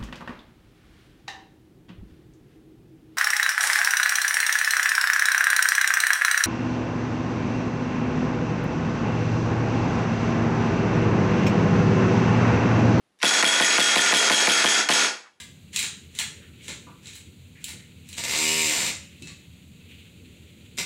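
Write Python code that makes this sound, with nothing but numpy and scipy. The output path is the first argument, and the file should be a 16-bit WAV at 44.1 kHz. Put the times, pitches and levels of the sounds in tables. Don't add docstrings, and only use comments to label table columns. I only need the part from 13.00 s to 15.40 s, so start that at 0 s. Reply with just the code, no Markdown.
import sys
import numpy as np
from scipy import signal
from scipy.fft import rfft, irfft
from scipy.io import wavfile
from scipy.ndimage import uniform_filter1d

SR = 44100
rng = np.random.default_rng(int(sys.argv[2]) if len(sys.argv) > 2 else 0)


def bounce(signal):
    frames = np.transpose(np.atleast_2d(signal))
    limited = np.clip(frames, -1, 1)
    pcm = np.round(limited * 32767).astype(np.int16)
    wavfile.write(sys.argv[1], SR, pcm)


N = 105840
T = np.arange(N) / SR

# f/Hz, level/dB
AIR_SPECTRUM = [(18, -67), (30, -27.5), (200, -9.5), (426, -11), (485, -14), (3070, -21.5), (8920, -31.5),
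                (9890, -25), (10700, -36), (15000, -44.5)]
# f/Hz, level/dB
REVERB_SPECTRUM = [(100, -13.5), (300, 7.5), (500, 7.5), (900, 10), (1500, 2.5), (3000, -2.5), (6000, 6.5),
                   (10000, 3), (15000, -13)]
# f/Hz, t60/s
REVERB_DECAY = [(150, .38), (400, .37), (900, .42), (1500, .37), (3500, .37), (7000, .325), (14000, .23)]
# f/Hz, power share
REVERB_SHARED = [(500, .97), (1000, .8), (2000, .5), (6000, .3)]
# f/Hz, level/dB
ROOM_MODES = [(150, -53.5), (214, -43.5), (287, -44.5), (349, -44.5), (452, -48), (500, -51.5), (587, -42),
              (700, -51.5), (846, -56.5), (890, -59.5)]
# delay/s, level/dB
WALL_ECHOES = [(.0148, 3), (.0208, -3), (.0275, 3.5)]
# t/s, level/dB, decay/s, low-pass/Hz
TRIGGER_CLICKS = [(0.189, -57, 0.0033, 8000), (0.202, -39.5, 0.0034, 2700), (0.2159, -35, .004, 5650),
                  (0.222, -22.5, 0.0016, 4493)]
# delay/s, level/dB, low edge/Hz, high edge/Hz
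GAS_PULSES = [(-.0003, 26.5, 650, 2400), (.0051, 26, 175, 930)]
# f/Hz, level/dB
CLACK_SPECTRUM = [(60, -42), (150, -22), (400, -6), (1000, -9.5), (1750, 2.5), (2500, 7), (3000, 2),
                  (4300, 1.5), (6000, -0.5), (8600, -2), (10300, 3), (11500, -4.5), (15500, -10)]
# f/Hz, level/dB, t60/s
GUN_MODES = [(1440, -33, .022), (1744, -37, .013), (3285, -30.5, .032), (5530, -44, .012),
             (6550, -34, .028), (6700, -33.5, .022), (7680, -34, .012), (7820, -39, .025)]
# delay/s, level/dB, decay/s, low-pass/Hz, low ring/dB, mid ring/dB, high ring/dB
CYCLE_CONTACTS = [(-.0058, -7, 0.0058, 5730, 6, -15.5, -12), (.0117, 0, .003, 4110, -3, -10.5, -19),
                  (.0183, -5.5, 0.012, 7100, 0.5, 9, -13), (0.0294, -5, 0.0055, 6752, 10, 9, 2.5),
                  (.0405, -4.5, 0.012, 7720, -0.5, 3, 4.5), (.056, -11, .012, 6000, 4, 8.5, 9.5),
                  (.076, -3.5, 0.0026, 2846, 3, 3, 1), (.098, -13, 0.031, 5516, 1.5, -1.5, -4)]
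# t/s, level/dB, ring pitch ratio, low ring/dB, mid ring/dB, high ring/dB
SHOT_CYCLES = [(.2349, -1.5, 1.012, 1, -2.5, 1.5), (.4324, 0, 1.006, 1.5, 0, 0),
               (.6043, 0, 1.004, 2, -1.5, 1), (.7844, 0, 1.0, 0, 1.5, 1), (.9617, -.5, .999, 2, -1.5, 0),
               (1.1273, -.5, .999, -1, .5, -1.5), (1.3044, -1, .999, 0, -.5, 0),
               (1.4768, -1.5, .999, 0, -1.5, 0), (1.646, -3.5, 1.0, 0, -.5, .5),
               (1.8953, -3, 1.001, -7, -2.5, -3)]


def from_db(db):
    return 10 ** (np.asarray(db) / 20)


def at_hz(points, hz):
    f, v = np.transpose(points)
    return np.interp(np.log(np.maximum(hz, 1)), np.log(f), v)


def band(x, hz, kind, order=2):
    sos = signal.butter(order, np.clip(hz, 10, .45 * SR), kind, fs=SR, output="sos")
    return signal.sosfilt(sos, x + 1e-18)


def add(out, start_s, x):
    i = max(int(start_s * SR), 0)
    out[i:i + len(x)] += x[:len(out) - i]


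def ring(x, hz, t60_s):
    r, w = from_db(-60 / (t60_s * SR)), 2 * np.pi * hz / SR
    return signal.lfilter([.5, 0, -.5], [1, -2 * r * np.cos(w), r * r], x + 1e-18)


def air(rms_db=-71):
    colour = from_db(at_hz(AIR_SPECTRUM, np.fft.rfftfreq(N, 1 / SR)))
    noise = irfft(rfft(rng.standard_normal(N)) * colour, N)
    return from_db(rms_db) * noise / noise.std()


def room_tails(places, gain_db=-32, delay_s=.00024, build_s=.0025, size=32768):
    hz, t = np.fft.rfftfreq(size, 1 / SR), T[:size]
    share = at_hz(REVERB_SHARED, hz)
    common = np.sqrt(share) * rfft(rng.standard_normal(size))
    local = np.sqrt(1 - share) * rfft(rng.standard_normal((places, size)))
    spectra = (common + local) * from_db(at_hz(REVERB_SPECTRUM, hz) + gain_db)
    edges_hz, tails = np.geomspace(60, 18000, 15), 0
    for low_hz, high_hz in zip(edges_hz, edges_hz[1:]):
        t60_s = at_hz(REVERB_DECAY, np.sqrt(low_hz * high_hz))
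        in_band = (hz >= low_hz) & (hz < high_hz)
        tails += irfft(spectra * in_band) * from_db(-60 * t / t60_s)
    return tails * (1 - np.exp(-np.maximum(t - delay_s, 0) / build_s))


def room_boom(puffs, t60_s=.39, echo_edge_hz=380):
    out = sum(from_db(db) * ring(puffs, hz, t60_s) for hz, db in ROOM_MODES)
    dull = band(puffs, echo_edge_hz, "low")
    for delay_s, db in WALL_ECHOES:
        add(out, delay_s, from_db(db) * dull)
    return out


def grip_rub(centre_s=2.27, width_s=.02, level_db=-52.5, band_hz=(1050, 1750)):
    rub = band(rng.standard_normal(N), band_hz, "band")
    swell = np.exp(-.5 * ((T - centre_s) / width_s) ** 2)
    return from_db(level_db) * rub / rub.std() * swell


def clack(decay_s, edge_hz, size=4096):
    burst = rng.standard_normal(size) * np.exp(-T[:size] / decay_s)
    colour = from_db(at_hz(CLACK_SPECTRUM, np.fft.rfftfreq(2 * size, 1 / SR)))
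    crunch = irfft(rfft(burst, 2 * size) * colour)[:size]
    return 2 * band(crunch, edge_hz, "low")


def trigger(low_cut_hz=1450):
    out = np.zeros(N)
    for start_s, db, decay_s, edge_hz in TRIGGER_CLICKS:
        add(out, start_s, from_db(db) * band(clack(decay_s, edge_hz), low_cut_hz, "high"))
    return out


def gas(shot_s, hiss_db=-8, rise_s=.0056, decay_s=.052, hiss_low_hz=3580, hiss_high_hz=10370):
    out, impulse = np.zeros(N), signal.unit_impulse(SR // 2)
    for delay_s, db, low_hz, high_hz in GAS_PULSES:
        add(out, shot_s + delay_s, -from_db(db) * band(impulse, [low_hz, high_hz], "band"))
    t = T[:len(impulse)]
    jet = rng.standard_normal(len(t)) * (1 - np.exp(-t / rise_s)) * np.exp(-t / decay_s)
    hiss = band(band(jet, hiss_low_hz, "high"), hiss_high_hz, "low", order=6)
    add(out, shot_s, from_db(hiss_db) * hiss)
    return out


def hammer_and_slide(shot_s, pitch, shot_ring_db, jitter_s=.0004, spread_db=.8, splits_hz=(2500, 5000)):
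    out = np.zeros(N)
    for delay_s, db, decay_s, edge_hz, *contact_ring_db in CYCLE_CONTACTS:
        hit = clack(decay_s, edge_hz)
        group_db = np.add(shot_ring_db, contact_ring_db)
        rings = sum(from_db(mode_db + group_db[np.digitize(hz, splits_hz)]) * ring(hit, hz * pitch, t60_s)
                    for hz, mode_db, t60_s in GUN_MODES)
        gain = from_db(db + spread_db * rng.standard_normal())
        start_s = shot_s + delay_s + jitter_s * rng.standard_normal()
        add(out, start_s, gain * (hit + rings))
    return out


def scene(trigger_send_db=7, gas_send_db=-4.5, low_cut_hz=135):
    tails, take_up, puffs = room_tails(len(SHOT_CYCLES)), trigger(), 0
    out = take_up + from_db(trigger_send_db) * signal.fftconvolve(take_up, tails[0])[:N]
    for (shot_s, db, pitch, *ring_db), tail in zip(SHOT_CYCLES, tails):
        puff = from_db(db) * gas(shot_s)
        metal = from_db(db) * hammer_and_slide(shot_s, pitch, ring_db)
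        reverb = signal.fftconvolve(metal + from_db(gas_send_db) * puff, tail)[:N]
        out += puff + metal + reverb
        puffs += puff
    pistol_in_room = band(out + room_boom(puffs), low_cut_hz, "high", order=4)
    return (pistol_in_room + grip_rub() + air())[None]


def record(dry, limit_db=-18.5, sense_s=.0054, attack_s=.015, release_db_per_s=215, stopband_hz=16400):
    power = np.maximum(uniform_filter1d(dry[0] ** 2, int(sense_s * SR)), 1e-14)
    over_db = np.maximum(10 * np.log10(power) - limit_db, 0)
    release_db = release_db_per_s * T
    held_db = np.maximum.accumulate(over_db + release_db) - release_db
    limited = dry * from_db(-uniform_filter1d(held_db, int(attack_s * SR)))
    low_pass = signal.cheby2(14, 70, stopband_hz, fs=SR, output="sos")
    return signal.sosfilt(low_pass, np.tanh(limited))


dry = scene()
out = record(dry)
bounce(out)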